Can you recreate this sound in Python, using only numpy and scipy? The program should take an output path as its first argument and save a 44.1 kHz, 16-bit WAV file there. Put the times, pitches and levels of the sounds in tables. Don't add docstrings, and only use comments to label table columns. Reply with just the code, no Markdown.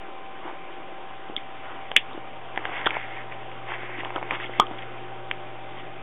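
import sys
import numpy as np
from scipy import signal
from scipy.io import wavfile

SR = 44100
rng = np.random.default_rng(int(sys.argv[2]) if len(sys.argv) > 2 else 0)


def voltage_ratio(level):
    return 10 ** (np.asarray(level, float) / 20)


def generate_wav(sig):
    pcm = np.round(np.clip(np.atleast_2d(sig).T, -1, 1) * 32767).astype(np.int16)
    wavfile.write(sys.argv[1], SR, pcm)


N = 265834

# frequency in Hz, level in dB.
HISS_SPECTRUM = [(25, -12.5), (50, -20.5), (82, -18.5), (105, -15.5), (167, -11), (215, -12.5), (320, -1.5),
                 (450, -4), (700, -2), (1060, -5.5), (1300, -7), (1800, -11), (2340, -10), (3900, -16.5)]
HISS_DB = -42.5
# time in seconds, gain in dB.
HISS_SWELL = [(0, 0), (1.5, 0), (2.5, 0), (3.5, 1), (4.9, 1.5), (6.03, 0.5)]
# multiple of FAN_HZ, rms at start in dB, change in dB per second.
FAN_TONES = [(3, -46, 0), (4, -53, -2), (8, -67.5, 1), (9, -59.5, -2.5)]
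FAN_HZ, MAINS_HZ = 259.4, 120.3
# time in seconds, levels of multiples 1, 3 and 5 in dB rms.
HUM_LEVELS = [(0, -76.5, -56.5, -75), (1, -62.5, -57, -78.5), (2, -57.5, -70, -72.5),
              (3, -51.5, -61.5, -70.5), (4.002, -49.5, -48, -66), (4.5, -49, -48, -63.5),
              (5.3, -50, -50.5, -54), (6.03, -52.5, -55, -57)]
# frequency in Hz, width in Hz, rms in dB.
DRONE_BANDS = [(80.5, 6, -68.5), (166.9, 4.6, -63)]

# peak time in seconds, peak in dB, length in ms.
THUMPS = [(0.0894, -38, 16), (.457, -33, 15), (0.528, -35.5, 7.8), (0.8008, -38.5, 14), (0.9269, -37, 17.5),
          (1.3, -30, 7.2), (1.3748, -32.5, 6.5), (1.969, -35.5, 3.8), (1.981, -32, 6.2),
          (2.1499, -33.5, 13), (2.1777, -29, 5.8), (2.5751, -31, 4.5), (2.5979, -40, 20),
          (2.8653, -30, 8.4), (3.1353, -39.5, 15), (3.8475, -35.5, 11.5), (3.9886, -32.5, 10.6),
          (4.162, -27, 8.9), (4.3265, -35.5, 6.8), (4.335, -32.5, 3), (4.3692, -34, 6.6), (4.451, -35, 10),
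          (4.5874, -33, 7.7), (4.5991, -16, 4.1), (4.625, -33, 12), (4.714, -29.5, 7.8)]
PERCH_HZ, PERCH_HZ_PER_MS = 274, 3.5

# start in seconds, hold in seconds, level in dB, fibre hiss in dB against the rub.
STROKES = [(0.448, 0.074, -49.5, -6), (1.64, .22, -54, -9), (2.13, 0.046, -57, -3),
           (2.564, 0.0095, -51.5, -1.5), (2.644, .06, -42.5, -6.5), (2.733, 0.073, -35, -9.5),
           (2.83, 0.12, -41, -8.5), (2.947, 0.02, -31, -19), (2.973, 0.074, -38.5, -11),
           (3.07, 0.085, -43, -11.5), (3.169, 0.048, -40, -17), (3.323, 0.0053, -41.5, -21),
           (3.707, 0.037, -34.5, -9.5), (3.793, .07, -41, -12.5), (3.9, 0.067, -39.5, -21.5),
           (3.992, 0.017, -35, -11), (4.03, 0.062, -45, -12), (4.16, .03, -45, -6), (4.236, .06, -46.5, -9),
           (4.31, .025, -38.5, -7), (4.339, 0.017, -33, -6.5), (4.417, 0.035, -40, -0.5),
           (4.544, 0.053, -43.5, -4), (4.718, .04, -52.5, -10), (4.785, .004, -44, -9),
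           (4.826, 0.0035, -43, -9), (4.947, .05, -58, -13), (5.778, 0.026, -46, -2.5)]
# start in seconds, hold in seconds, level in dB.
SHUFFLES = [(0.454, .05, -38.5), (1.3, 0.0032, -42), (1.66, 0.13, -44.5), (2.1, 0.18, -48.5),
            (2.572, .08, -41), (2.682, 0.27, -37.5), (3.033, 0.21, -51.5), (3.333, 0.026, -53),
            (3.69, 0.066, -41), (3.8, 0.21, -53), (4.061, 0.012, -39), (4.167, .003, -34.5),
            (4.236, .01, -46.5), (4.317, 0.021, -33.5), (4.345, 0.021, -37.5), (4.41, 0.037, -40.5),
            (4.497, .005, -46), (4.57, .01, -51), (4.65, 0.12, -46), (5.787, 0.014, -48)]
# frequency in Hz, width in Hz, level in dB.
CLOTH_MODES = [(1410, 870, -4.5), (2148, 500, 0), (2592, 400, -4.5)]
# frequency in Hz, width in Hz, level in dB.
FIBRE_MODES = [(3000, 2500, -0.3), (3670, 1700, 0)]
# frequency in Hz, width in Hz, level in dB.
PERCH_MODES = [(315, 68, 2.5), (650, 340, 1), (900, 340, 5), (1230, 870, -3)]
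EDGE_S, EDGE_SHARE, RELEASE_RATIO = 0.048, 0.32, 0.77

# peak time in seconds, peak in dB, frequency in Hz.
CLAWS = [(1.299, -25, 650), (1.9167, -19, 710), (2.1777, -24.5, 550), (2.5761, -14, 796),
         (2.6551, -18, 760), (2.8652, -12, 705), (2.872, -11, 1050), (2.9689, -12.5, 770),
         (3.174, -28.5, 850), (3.7206, -19, 980), (3.8006, -31, 770), (3.8334, -25.5, 640),
         (3.8952, -24.5, 700), (3.9863, -29.5, 570), (4.0346, -20, 803), (4.0569, -20.5, 870),
         (4.1058, -21, 860), (4.1255, -28, 900), (4.1613, -16.5, 940), (4.1646, -18.5, 1270),
         (4.1713, -20, 660), (4.1814, -17.5, 870), (4.2145, -25, 800), (4.2282, -16.5, 762),
         (4.3094, -16, 1020), (4.3198, -20, 600), (4.3692, -24, 580), (4.4962, -22.5, 590),
         (4.7121, -23.5, 660), (5.3133, -19, 844)]
CLAW_MS = 1.68
# peak time in seconds, peak in dB, frequency in Hz, length in ms.
NIBBLES = [(1.3651, -21, 1980, 0.77), (1.3658, -10.5, 3300, 1.55), (1.3694, -31.5, 3340, 3),
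           (1.3751, -32, 3090, 2.3), (1.3797, -28.5, 2100, 4.8), (2.853, -31, 3010, .73),
           (2.8594, -17, 1710, 3.4), (2.8602, -16.5, 3220, 2.1), (2.8648, -15, 3190, 2.5),
           (2.8678, -8.5, 1650, 1.07), (2.8697, -7, 3240, 0.82), (2.8725, -13.5, 1407, 4.24),
           (2.8741, -21, 3080, 1.2), (2.8763, -21.5, 1790, 0.69), (2.8655, -18, 364, 4.06),
           (2.8525, -24.5, 1500, 0.77), (2.846, -26.5, 2790, 0.53), (2.133, -32.5, 3540, 2.4),
           (2.944, -26, 2940, 0.99), (4.3124, -21.5, 2940, .72), (4.46, -30, 3120, 3.6),
           (4.5372, -27.5, 1970, 2.3), (4.7167, -27.5, 800, 2.2), (4.7865, -32, 3260, 2.6)]
# centre in seconds, spread in seconds, rms in dB, frequency in Hz, width in Hz.
SWISH = (1.7, .055, -45, 1300, 700)

# peak time in seconds, shell peak in dB, tip peak in dB, shell frequency in Hz.
TICKS = [(1.9164, -22.5, -18.5, 1840), (2.561, -24.5, -31, 1700), (2.5761, -11.5, -21, 1770),
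         (2.5915, -27, -48, 1860), (2.654, -14, -21.5, 1740), (2.7537, -28, -44.5, 1840),
         (2.7796, -45, -23.5, 1900), (2.8149, -23.5, -48.5, 1940), (2.8465, -26.5, -46.5, 1800),
         (2.892, -45, -22.5, 1900), (2.907, -12, -20, 2220), (3.041, -28, -35, 1930),
         (3.1652, -25, -45, 2110), (3.3212, -30, -46, 2200), (3.324, -25.5, -42, 1900),
         (3.5167, -28.5, -50, 2140), (3.8331, -27, -43.5, 1860), (3.9216, -30, -46, 1970),
         (4.0488, -22, -22.5, 1640), (4.1048, -24, -49, 2090), (4.1609, -29.5, -20.5, 1520),
         (4.2285, -22.5, -44.5, 2070), (4.3092, -9, -22.5, 2050), (4.351, -25, -43.5, 1940),
         (4.4015, -21.5, -43, 1770), (4.444, -21.5, -48, 1980), (4.6686, -53.5, -26.5, 1900),
         (4.7902, -27, -28, 1990), (4.8224, -27.5, -29, 1940), (5.313, -10.5, -15, 1970)]
SHELL_MS, TIP_HZ, TIP_MS = 1.2, 2960, 1.33
BOUNCE_S, BOUNCE_DB = 0.003, -12.5

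# peak time in seconds, peak in dB, start in Hz, end in Hz, length in ms.
CLACKS = [
    (1.9653, -.4, 1200, 4000, 3.1),
    (4.5985, -6, 700, 1000, 2.4),
    (4.6004, -5.4, 1050, 1300, 4.0),
    (4.5992, -8, 3250, 3450, 2.8),
]
CLACK_SOFTNESS = (3.0, 1.0, 2.0, 1.0)
# peak time in seconds, peak in dB, frequency in Hz, length in ms.
CLACK_RINGS = [(1.9628, -10, 2350, 1.2), (1.9657, -24, 1100, 3.0), (1.9678, -8, 3350, 1.2),
               (1.9698, -7, 2900, 1.4), (1.9723, -12, 2550, 1.8), (1.9738, -12, 3050, 1.4),
               (1.9758, -18, 3350, 2.5), (1.9775, -16, 2150, 1.4), (1.9665, -24, 500, 3.0),
               (1.9805, -19, 3000, 2.0), (1.9645, -14, 1750, 2.5), (1.971, -20, 1900, 2.0),
               (4.5992, -15, 420, 3.5), (4.5996, -14, 2200, 1.6), (4.606, -24, 3100, 4.0),
               (4.6074, -12, 1190, 6.0), (4.6158, -17, 1100, 2.6), (4.6205, -18, 1200, 2.6),
               (4.6255, -18, 1170, 3.0), (4.632, -23.5, 1170, 6.0)]
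CLACK_RING_CLIMB = 0.02

ROOM_T60_S, ROOM_DB, CLACK_ROOM_DB = 0.12, -19, -16
CAMERA_RATE_HZ, CUTOFF_HZ = 8000, 3650
CEILING, OFFSET = 0.72, -0.0152


def rms_one(x):
    return x / np.sqrt(np.mean(x ** 2) + 1e-20)


def in_time(rows):
    s, *columns = np.transpose(rows)
    return [np.interp(np.arange(N) / SR, s, column) for column in columns]


def drift(rate_hz):
    r = np.exp(-80 * np.pi * rate_hz / SR)
    noise = rng.standard_normal(N // 40 + 2002)
    slow = signal.lfilter([1], [1, -2 * r, r * r], noise)[2000:]
    return np.interp(np.arange(N) / 40, np.arange(len(slow)), rms_one(slow))


def resonate(x, modes):
    out = 0
    for k, (hz, width_hz, level_db) in enumerate(modes):
        r = np.exp(-np.pi * width_hz / SR)
        poles = [1, -2 * r * np.cos(2 * np.pi * hz / SR), r * r]
        ring = signal.lfilter([1, 0, -1], poles, x) * (1 - r * r) / 2
        out = out + (-1) ** k * voltage_ratio(level_db) * ring
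    return out


def resonate_twice(x, modes):
    return resonate(resonate(x, modes), modes)


def add_ring(out, s, level_db, start_hz, end_hz, ms, softness=1.18):
    tau = ms / 1000 / (2.45 * np.sqrt(softness))
    t = np.arange(SR // 20) / SR / tau
    shape = t ** softness * np.exp(-t)
    hz = start_hz + (end_hz - start_hz) * np.minimum(t / (softness + 3), 1)
    at = round((s - softness * tau) * SR)
    out[at:at + len(t)] += voltage_ratio(level_db) * shape / shape.max() * np.sin(2 * np.pi * np.cumsum(hz) / SR)


def small_rings(rows):
    out = np.zeros(N)
    for s, level_db, hz, ms in rows:
        add_ring(out, s, level_db - 0.7, 1.012 * hz, 1.077 * hz, 0.8 * ms)
    return out


def hiss():
    out = 0
    edges_hz = 25 * 2 ** np.arange(0, 7.5, 1 / 3)
    white = rng.standard_normal((2, N))
    hz, level_db = np.transpose(HISS_SPECTRUM)
    for k, (low, high) in enumerate(zip(edges_hz, edges_hz[1:])):
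        sos = signal.butter(2, [low, high], "band", fs=SR, output="sos")
        band_db = np.interp(np.log(low * high) / 2, np.log(hz), level_db)
        flicker_db = 1.5 * drift(12.0)
        out = out + signal.sosfilt(sos, white[k % 2]) * voltage_ratio(band_db + flicker_db)
    return voltage_ratio(HISS_DB + in_time(HISS_SWELL)[0]) * rms_one(out)


def fan():
    t = np.arange(N) / SR
    turn = 2 * np.pi * np.cumsum(1 + 0.0008 * drift(1.5)) / SR
    out = np.zeros(N)
    for multiple, level_db, slope_db_per_s in FAN_TONES:
        wavering_db = level_db + slope_db_per_s * t + 0.7 * drift(3)
        out += voltage_ratio(wavering_db) * np.sin(multiple * FAN_HZ * turn)
    return np.sqrt(2) * out


def hum():
    t = np.arange(N) / SR
    out = np.zeros(N)
    for multiple, level_db in zip((1, 3, 5), in_time(HUM_LEVELS)):
        out += voltage_ratio(level_db) * np.sin(2 * np.pi * multiple * MAINS_HZ * t)
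    return np.sqrt(2) * out


def drone():
    noise = rng.standard_normal(N)
    return sum(voltage_ratio(db) * rms_one(resonate(noise, [(hz, width_hz, 0)])) for hz, width_hz, db in DRONE_BANDS)


def thumps():
    return small_rings([(s, db, PERCH_HZ + PERCH_HZ_PER_MS * ms, ms) for s, db, ms in THUMPS])


def held(start_s, hold_s, level_db):
    t = np.arange(N) / SR
    edge_s = EDGE_S + EDGE_SHARE * abs(hold_s)
    outside_s = np.maximum(start_s - t, (t - start_s - hold_s) / RELEASE_RATIO)
    return voltage_ratio(level_db - 20 * np.maximum(0, outside_s) / edge_s)


def grains(per_s, spread_db):
    sizes = voltage_ratio(spread_db * np.minimum(rng.exponential(1, N), 5)) * rng.choice([-1, 1], N)
    return sizes * (rng.random(N) < per_s / SR)


def strokes():
    swells = np.array([held(*row[:3]) for row in STROKES])
    fibre_gain = voltage_ratio(np.array(STROKES)[:, 3:])
    catches = grains(4000, spread_db=2.5)
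    rub = rms_one(resonate_twice(catches, CLOTH_MODES))
    fibre = rms_one(resonate_twice(catches, FIBRE_MODES))
    return swells.max(axis=0) * rub + (swells * fibre_gain).max(axis=0) * fibre


def shuffles():
    swell = np.max([held(*row) for row in SHUFFLES], axis=0)
    thud = resonate(grains(1500, spread_db=1.5), PERCH_MODES)
    return swell * rms_one(resonate(thud, [(700, 1200, 0)]))


def claws():
    return small_rings([(s, db, hz, CLAW_MS) for s, db, hz in CLAWS])


def nibbles():
    return small_rings(NIBBLES)


def swish():
    s, spread_s, level_db, hz, width_hz = SWISH
    air = resonate_twice(rng.standard_normal(N), [(hz, width_hz, 0)])
    swell = np.exp(-0.5 * ((np.arange(N) / SR - s) / spread_s) ** 2)
    return voltage_ratio(level_db) * swell * rms_one(air)


def ticks():
    rings = []
    chances = rng.uniform((0.7, 0.85), (1.5, 1.2), (len(TICKS), 2))
    for (s, shell_db, tip_db, hz), (late, off_pitch) in zip(TICKS, chances):
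        rings.append((s, shell_db, hz, SHELL_MS))
        rings.append((s, tip_db, TIP_HZ, TIP_MS))
        rings.append((s + BOUNCE_S * late, shell_db + BOUNCE_DB, hz * off_pitch, 2 * SHELL_MS))
    return small_rings(rings)


def clacks():
    out = np.zeros(N)
    for row, softness in zip(CLACKS, CLACK_SOFTNESS):
        add_ring(out, *row, softness)
    for s, level_db, hz, ms in CLACK_RINGS:
        add_ring(out, s, level_db, hz * (1 - CLACK_RING_CLIMB), hz * (1 + CLACK_RING_CLIMB), ms, 2.0)
    return out


def room(x):
    t = np.arange(SR // 4) / SR
    echoes = rng.standard_normal(len(t)) * voltage_ratio(-60 * t / ROOM_T60_S) * np.clip(t / 0.01, 0, 1)
    return signal.fftconvolve(x, echoes / np.sqrt(np.sum(echoes ** 2)))[:N]


def scene():
    background = hiss() + fan() + hum() + drone()
    small = thumps() + claws() + nibbles() + ticks()
    loud = clacks()
    echoes = room(voltage_ratio(ROOM_DB) * small + voltage_ratio(CLACK_ROOM_DB) * loud)
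    return (background + small + loud + echoes + strokes() + shuffles() + swish())[None]


def low_pass(x, hz):
    taps = signal.firwin(177, hz, window=("kaiser", 4.2), fs=SR)
    return signal.fftconvolve(x, taps[None], "same")


def top_cut(x):
    return signal.sosfilt(signal.butter(12, 16850, fs=SR, output="sos"), x)


def record(dry):
    t = np.arange(N) / SR
    capsule = dry + 0.05 * dry ** 2
    sampled = low_pass(capsule, CUTOFF_HZ + 300)
    mirror = low_pass(2 * sampled * np.cos(2 * np.pi * CAMERA_RATE_HZ * t), 5200)
    narrow = low_pass(sampled + mirror, CUTOFF_HZ + 10)
    return top_cut(np.clip(narrow + OFFSET, -CEILING, CEILING))


dry = scene()
out = record(dry)
generate_wav(out)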